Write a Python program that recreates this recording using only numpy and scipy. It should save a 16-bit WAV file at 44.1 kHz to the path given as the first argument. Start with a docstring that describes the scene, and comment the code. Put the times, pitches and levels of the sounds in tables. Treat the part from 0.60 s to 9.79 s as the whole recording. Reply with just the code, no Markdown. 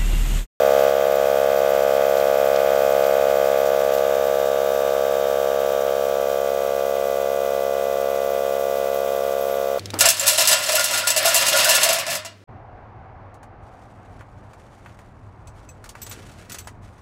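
"""A small piston air compressor runs on a workbench indoors, slowing a little as its tank fills.
Each crank turn gives one hollow puff and rings the casing; the mains-fed motor hums and ripples the speed.
Cooling air rushes, the head hisses, the piston seal whistles and squeaks, and a loose fitting ticks.
The microphone starts at the gauge and backs away."""
import sys
import numpy as np
from scipy import signal
from scipy.fft import rfft, irfft
from scipy.io import wavfile
from scipy.ndimage import uniform_filter1d, map_coordinates

SR = 44100
rng = np.random.default_rng(int(sys.argv[2]) if len(sys.argv) > 2 else 0)


def master(y):
    """Save y as 16-bit WAV."""
    cut = np.clip(np.atleast_2d(y).T, -1, 1)
    pcm = np.round(cut * 32767)  # scale
    wavfile.write(sys.argv[1], SR, pcm.astype(np.int16))


N = 405272
TIME = np.arange(N) / SR
CRANK_HZ, SAG_HZ_PER_S = 69.14, .045
MEAN_CRANK_HZ = CRANK_HZ - SAG_HZ_PER_S * TIME.mean()
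WHISTLE_HZ = 12680


def amp(db):
    return 10 ** (np.asarray(db) / 20)


def unit_rms(x):
    return x / np.sqrt(np.mean(x ** 2) + 1e-20)


def wander(hz, size=4096):
    """Smooth random motion of rms 1, up to about hz."""
    f = np.fft.rfftfreq(size, TIME[-1] / size)
    slow = irfft(rfft(rng.standard_normal(size)) / (1 + (f / hz) ** 4))
    return unit_rms(np.interp(TIME, np.linspace(0, TIME[-1], size), slow))


# Microphone path: (time [s], distance [0 = near, at the gauge; 1 = far, a step back])
MIC_PATH = [(0, 0.1), (.9, 0.043), (2.5, -0.063), (4, 0.47), (5, 0.57), (6, 0.9), (8, 1.054), (9.19, 1.2)]
def mic_distance(t=TIME):
    return np.interp(t, *np.transpose(MIC_PATH))


def level_at(distance, near_db, far_db, midway_db=0):
    """Levels in dB (moments x frequencies); reflections count most midway."""
    d = distance[:, None]
    return near_db + d * (far_db - near_db) + np.maximum(4 * d * (1 - d), 0) * midway_db


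def colour(x, rows, phase=np.zeros_like, size=4096):
    """Filters x along the microphone path by rows of (Hz, near dB, far dB, optional midway dB)."""
    row_hz, *columns = np.transpose(rows)
    overlap = size - size // 4
    hz, t, spectra = signal.stft(x, SR, nperseg=size, noverlap=overlap)
    levels_db = [np.interp(np.log(hz + 1), np.log(row_hz), c) for c in columns]
    gain = amp(level_at(mic_distance(t), *levels_db)) * np.exp(1j * phase(hz))
    return signal.istft(spectra * gain.T, SR, nperseg=size, noverlap=overlap)[1][:N]


def crank(ripple_hz, ripple_turns=.0012, jitter_turns=.0003, start_turns=-.51):
    """Crank angle in turns, slowing under load and shaken by mains torque; puffs fall on whole turns."""
    steady = np.cumsum(CRANK_HZ - SAG_HZ_PER_S * TIME) / SR + start_turns
    return steady + ripple_turns * np.sin(2 * np.pi * ripple_hz * TIME) + jitter_turns * wander(45)


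def revolve(orders, turns, size=4096):
    """Plays slowly changing complex amplitudes (moments x crank orders) at the crank angle."""
    cycles = irfft(np.pad(orders, ((0, 0), (1, 0))), size) * size / np.sqrt(2)
    moment = np.linspace(0, len(cycles) - 1, N)
    return map_coordinates(cycles, [moment, turns % 1 * size], order=1, mode="grid-wrap")


PUFF_ORDERS = 13
# Pump spectrum: (frequency [crank orders], near [dB], far [dB], midway reflections [dB])
PUMP_SPECTRUM = [(1, -50, -51.5, 0.0), (2, -50, -55.5, 0.5), (3.04, -44.5, -47, -1), (4, -48.5, -52.0, 0),
                 (5.1, -45, -49.5, 0), (6.05, -36, -36, -0.5), (7.11, -23, -27.5, 1.5),
                 (8.04, -22, -24.5, -2), (9.05, -21.5, -29.5, 1.5), (10.02, -26.5, -29, -2.5),
                 (10.92, -38, -46, 1), (11.8, -33.5, -42, 1), (12.84, -40, -45.5, -1.5),
                 (13.6, -50, -52, 4), (15, -51.5, -50.5, -10.5), (16, -42.5, -47, 0), (17, -39.5, -41, 1.5),
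                 (18, -40.5, -64, 4.5), (19, -55.5, -50, 9), (20, -43, -53, -5), (21, -43, -45, -0.5),
                 (22, -41.5, -59, 2.5), (23, -50, -53, 5.5), (24, -46, -55.5, 2.5), (25, -49.5, -64, 6),
                 (26, -65, -61, -12)]
def pump(turns, sweep_turns_per_order=.026, unevenness=.006):
    """One pulse a turn passes the hollow intake and leaves as a puff of rising pitch."""
    pulses = revolve(np.ones((2, PUFF_ORDERS)), turns) * (1 + unevenness * wander(35))
    intake = np.array(PUMP_SPECTRUM) * [MEAN_CRANK_HZ, 1, 1, 1]
    peak_hz = intake[np.argmax(intake[:, 1]), 0]
    return colour(pulses, intake,
                  phase=lambda hz: 1 - np.pi * sweep_turns_per_order * ((hz - peak_hz) / MEAN_CRANK_HZ) ** 2)


# Casing modes: (frequency [Hz], width [Hz], near [dB], far [dB], midway reflections [dB],
# knock angle after the puff [turns])
CASING_MODES = [(1770, 75, -42, -66, 6, 0.057), (2011, 54, -46.5, -50, -6.5, 0.0485),
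                (2150, 130, -52, -67, 0, 0.0716), (2488, 115, -48.5, -54, -1.5, 0.0783),
                (2890, 94, -54, -58.5, -0.5, .55), (3203, 85, -51, -55.5, 3, .58),
                (3635, 276, -55, -58.5, 1, .6), (4520, 680, -65.5, -66, 0, .1),
                (5185, 400, -63.5, -67, 0, .15), (5800, 100, -56.5, -61, 2.5, .07),
                (6650, 1400, -65, -67.5, 2.5, .19)]
def clatter(turns, casing_gain_db=.2, standing_db=2, smear_rad=.98, unevenness=.065, count=112):
    """Valves and bearings knock the casing at set crank angles; reflections shift the ring."""
    order = np.arange(1, count + 1)
    valve_orders = len(PUMP_SPECTRUM)
    mode_hz, width_hz, near_db, far_db, midway_db, mode_turns = np.transpose(CASING_MODES)
    detuning = (order * MEAN_CRANK_HZ - mode_hz[:, None]) / width_hz[:, None]
    response = 1 / (1 + 2 * detuning ** 2) ** 2
    loudest_mode = np.argmax(amp(near_db)[:, None] ** 2 * response, axis=0)
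    knock_turns = mode_turns[loudest_mode]
    distance = mic_distance(np.linspace(0, TIME[-1], N // 4096))
    node, spacing = rng.random((count, 2)).T
    standing_wave = np.sin(2 * np.pi * (node + np.outer(distance, .5 + spacing)))
    standing_wave *= np.minimum(order / valve_orders, 2)
    ring_db = 10 * np.log10(amp([near_db, far_db]) ** 2 @ response)
    levels_db = level_at(distance, *ring_db, midway_db[loudest_mode])
    levels_db += casing_gain_db + standing_db * standing_wave
    # The pump's upper orders: the intake valve knocks between puffs.
    levels_db[:, :valve_orders] = level_at(distance, *np.transpose(PUMP_SPECTRUM)[1:])
    knock_turns[:valve_orders] = .6
    # Ringing metal smears each knock over much of the turn.
    phase = smear_rad * rng.standard_normal(count) + .5 * standing_wave - 2 * np.pi * order * knock_turns
    knocks = revolve(amp(levels_db) * np.exp(1j * phase) * (order > PUFF_ORDERS), turns)
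    return knocks * (1 + unevenness * wander(87))


# Motor hum at the ripple frequency plus 0, 1, 2 crank orders: (level [dB])
HUM_LINES_DB = [-67.5, -68, -72]
def hum(turns, ripple_hz):
    """The motor's iron buzzes at twice the mains frequency, loaded by each stroke."""
    return np.sqrt(2) * sum(amp(db) * np.sin(2 * np.pi * (ripple_hz * TIME + order * turns))
                            for order, db in enumerate(HUM_LINES_DB))


# Cooling air spectrum: (frequency [Hz], near [dB/Hz], far [dB/Hz])
RUSH_SPECTRUM = [(20, -92, -88), (80, -77.5, -87), (332, -80.5, -82.5), (477, -70.5, -72),
                 (563, -65.5, -68), (785, -70.5, -75), (1040, -73.5, -78.5), (1220, -70, -71.5),
                 (1500, -73, -78), (1920, -76.5, -82.5), (2080, -74, -78.5), (2700, -76, -81.5),
                 (3220, -76.5, -79), (3850, -79.5, -83)]
# Head hiss shape: (frequency [Hz], near [relative dB], far [relative dB])
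HISS_SHAPE = [(4660, -74.5, -85), (5800, -77.5, -80), (7000, -75, -82.5), (8070, -79.5, -82.5),
              (8300, -72, -78.5), (8500, -82.5, -86), (10000, -81.5, -85), (11000, -82.5, -86.5),
              (11400, -79.5, -81), (13100, -76.5, -82), (14000, -75, -79.5), (14200, -67, -76),
              (15200, -75.5, -77.5)]
def turbulence():
    """Air noise coloured by distance, split into a rush band and a hiss band."""
    noise = colour(rng.standard_normal(N) * np.sqrt(SR / 2), RUSH_SPECTRUM + HISS_SHAPE)
    split_hz = RUSH_SPECTRUM[-1][0]
    low = irfft(rfft(noise) * (np.fft.rfftfreq(N, 1 / SR) < split_hz), N)
    return low, noise - low


def rush(noise, turns, stroke_db=.5, flutter_db=1.23, gain_db=-.1):
    """Cooling air flutters and swells with every stroke."""
    return noise * amp(gain_db + stroke_db * np.cos(2 * np.pi * turns) + flutter_db * wander(25))


# Spells of extra seal leakage: (centre [s], half length [s], hiss rise [dB])
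LEAK_SPELLS = [(2.1, 1, 0.7), (3.35, .02, 3), (8.6, 0.96, 1.4)]
def leak_db():
    """Extra flow past the seal swells and fades smoothly."""
    return sum(db * np.exp(-((TIME - centre_s) / half_s) ** 2) for centre_s, half_s, db in LEAK_SPELLS)


def hiss(noise, turns, near_db=-38, recede_db=-1.5, stroke_db=-.2, flutter_db=.96,
         valve_db=3.2, valve_at_turns=.091, valve_width_turns=.041):
    """The head's hiss flutters, and spits as the valve closes just after the puff."""
    steady = noise / np.sqrt(uniform_filter1d(noise ** 2, size=16384))
    from_valve_turns = (turns - valve_at_turns + .5) % 1 - .5
    spit = np.exp(-(from_valve_turns / valve_width_turns) ** 2)
    cycle_db = stroke_db * np.cos(2 * np.pi * turns) + valve_db * spit
    level_db = near_db + recede_db * mic_distance() + leak_db()
    return steady * amp(level_db + cycle_db + flutter_db * wander(45))


def whistle(level_db, width_hz=70, flicker_db=.5):
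    """Leaking air excites a narrow resonance at the piston seal."""
    detuning = (np.fft.rfftfreq(N, 1 / SR) - WHISTLE_HZ) / width_hz
    airy = unit_rms(irfft(rfft(rng.standard_normal(N)) / (1 + 2 * detuning ** 2), N))
    return airy * amp(level_db + flicker_db * wander(27))


def random_events(per_s, level_db, spread_db=5.5):
    """Rows of (time [s], level [dB]) at random moments, scattered about a moving level."""
    onsets = np.flatnonzero(rng.random(N) < per_s / SR)
    scattered_db = level_db + spread_db * rng.uniform(-.75, 1, N)
    return [(i / SR, scattered_db[i]) for i in onsets]


def bursts(events, rise_s, decay_s):
    """Envelope that jumps and dies away at each (time [s], level [dB])."""
    onset_s, level_db = np.transpose(events)
    impulses = np.bincount((onset_s * SR).astype(int), amp(level_db), N)
    t = np.arange(SR // 5) / SR
    shape = (1 - np.exp(-t / rise_s)) * np.exp(-t / decay_s)
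    return signal.oaconvolve(impulses, shape / shape.max())[:N]


# Clearest seal squeaks: (time [s], level [relative dB])
SEAL_SQUEAKS = [(.1594, -41), (1.5933, -40), (1.7684, -35.5), (7.4979, -41), (8.3409, -37), (8.8064, -35),
                (8.9092, -40)]
def squeaks(whistle_db, random_rise_db=10, gain_db=-3.5):
    """The seal catches now and then in a clean tone at the whistle's pitch."""
    events = SEAL_SQUEAKS + random_events(per_s=3.5, level_db=whistle_db + random_rise_db)
    envelope = bursts(events, rise_s=.005, decay_s=.022)
    return amp(gain_db) * envelope * np.sin(2 * np.pi * WHISTLE_HZ * TIME + wander(40))


def seal(turns, near_db=-53, recede_db=-4.5, db_per_leak_db=3.1, stroke_db=3):
    """Whistle and squeaks pulse with the stroke; leakage lifts the whistle."""
    level_db = near_db + recede_db * mic_distance() + db_per_leak_db * leak_db()
    return (whistle(level_db) + squeaks(level_db)) * amp(stroke_db * np.cos(2 * np.pi * turns))


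# Clearest fitting ticks: (time [s], level [dB])
FITTING_TICKS = [(1.5694, -34), (1.5994, -34), (1.9594, -31), (2.4394, -36), (3.3822, -36)]
def ticks(band_hz=(2800, 6000), faint_db=-42, recede_db=-5):
    """A loose fitting, shaken by the pump, taps with a short bright rasp."""
    events = FITTING_TICKS + random_events(per_s=2.5, level_db=faint_db + recede_db * mic_distance())
    bandpass = signal.butter(2, band_hz, "band", fs=SR, output="sos")
    rasp = unit_rms(signal.sosfilt(bandpass, rng.standard_normal(N)))
    return rasp * bursts(events, rise_s=.00088, decay_s=.0047)


def scene(ripple_hz=100, opening_s=.292, opening_db=2.5):
    """One crank drives the compressor; the opening moment is a little louder."""
    turns = crank(ripple_hz)
    rush_band, hiss_band = turbulence()
    machine = pump(turns) + clatter(turns) + hum(turns, ripple_hz)
    air = rush(rush_band, turns) + hiss(hiss_band, turns) + seal(turns)
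    opening_gain = amp(opening_db * np.clip((opening_s - TIME) / .01, 0, 1))
    return (opening_gain * (machine + air + ticks()))[None]


def record(dry, cutoff_hz=15790):
    """Steep low-pass."""
    lowpass = signal.firwin(1023, cutoff_hz, window=("kaiser", 9), fs=SR)
    return signal.oaconvolve(dry, lowpass[None], "same")


dry = scene()
out = record(dry)
master(out)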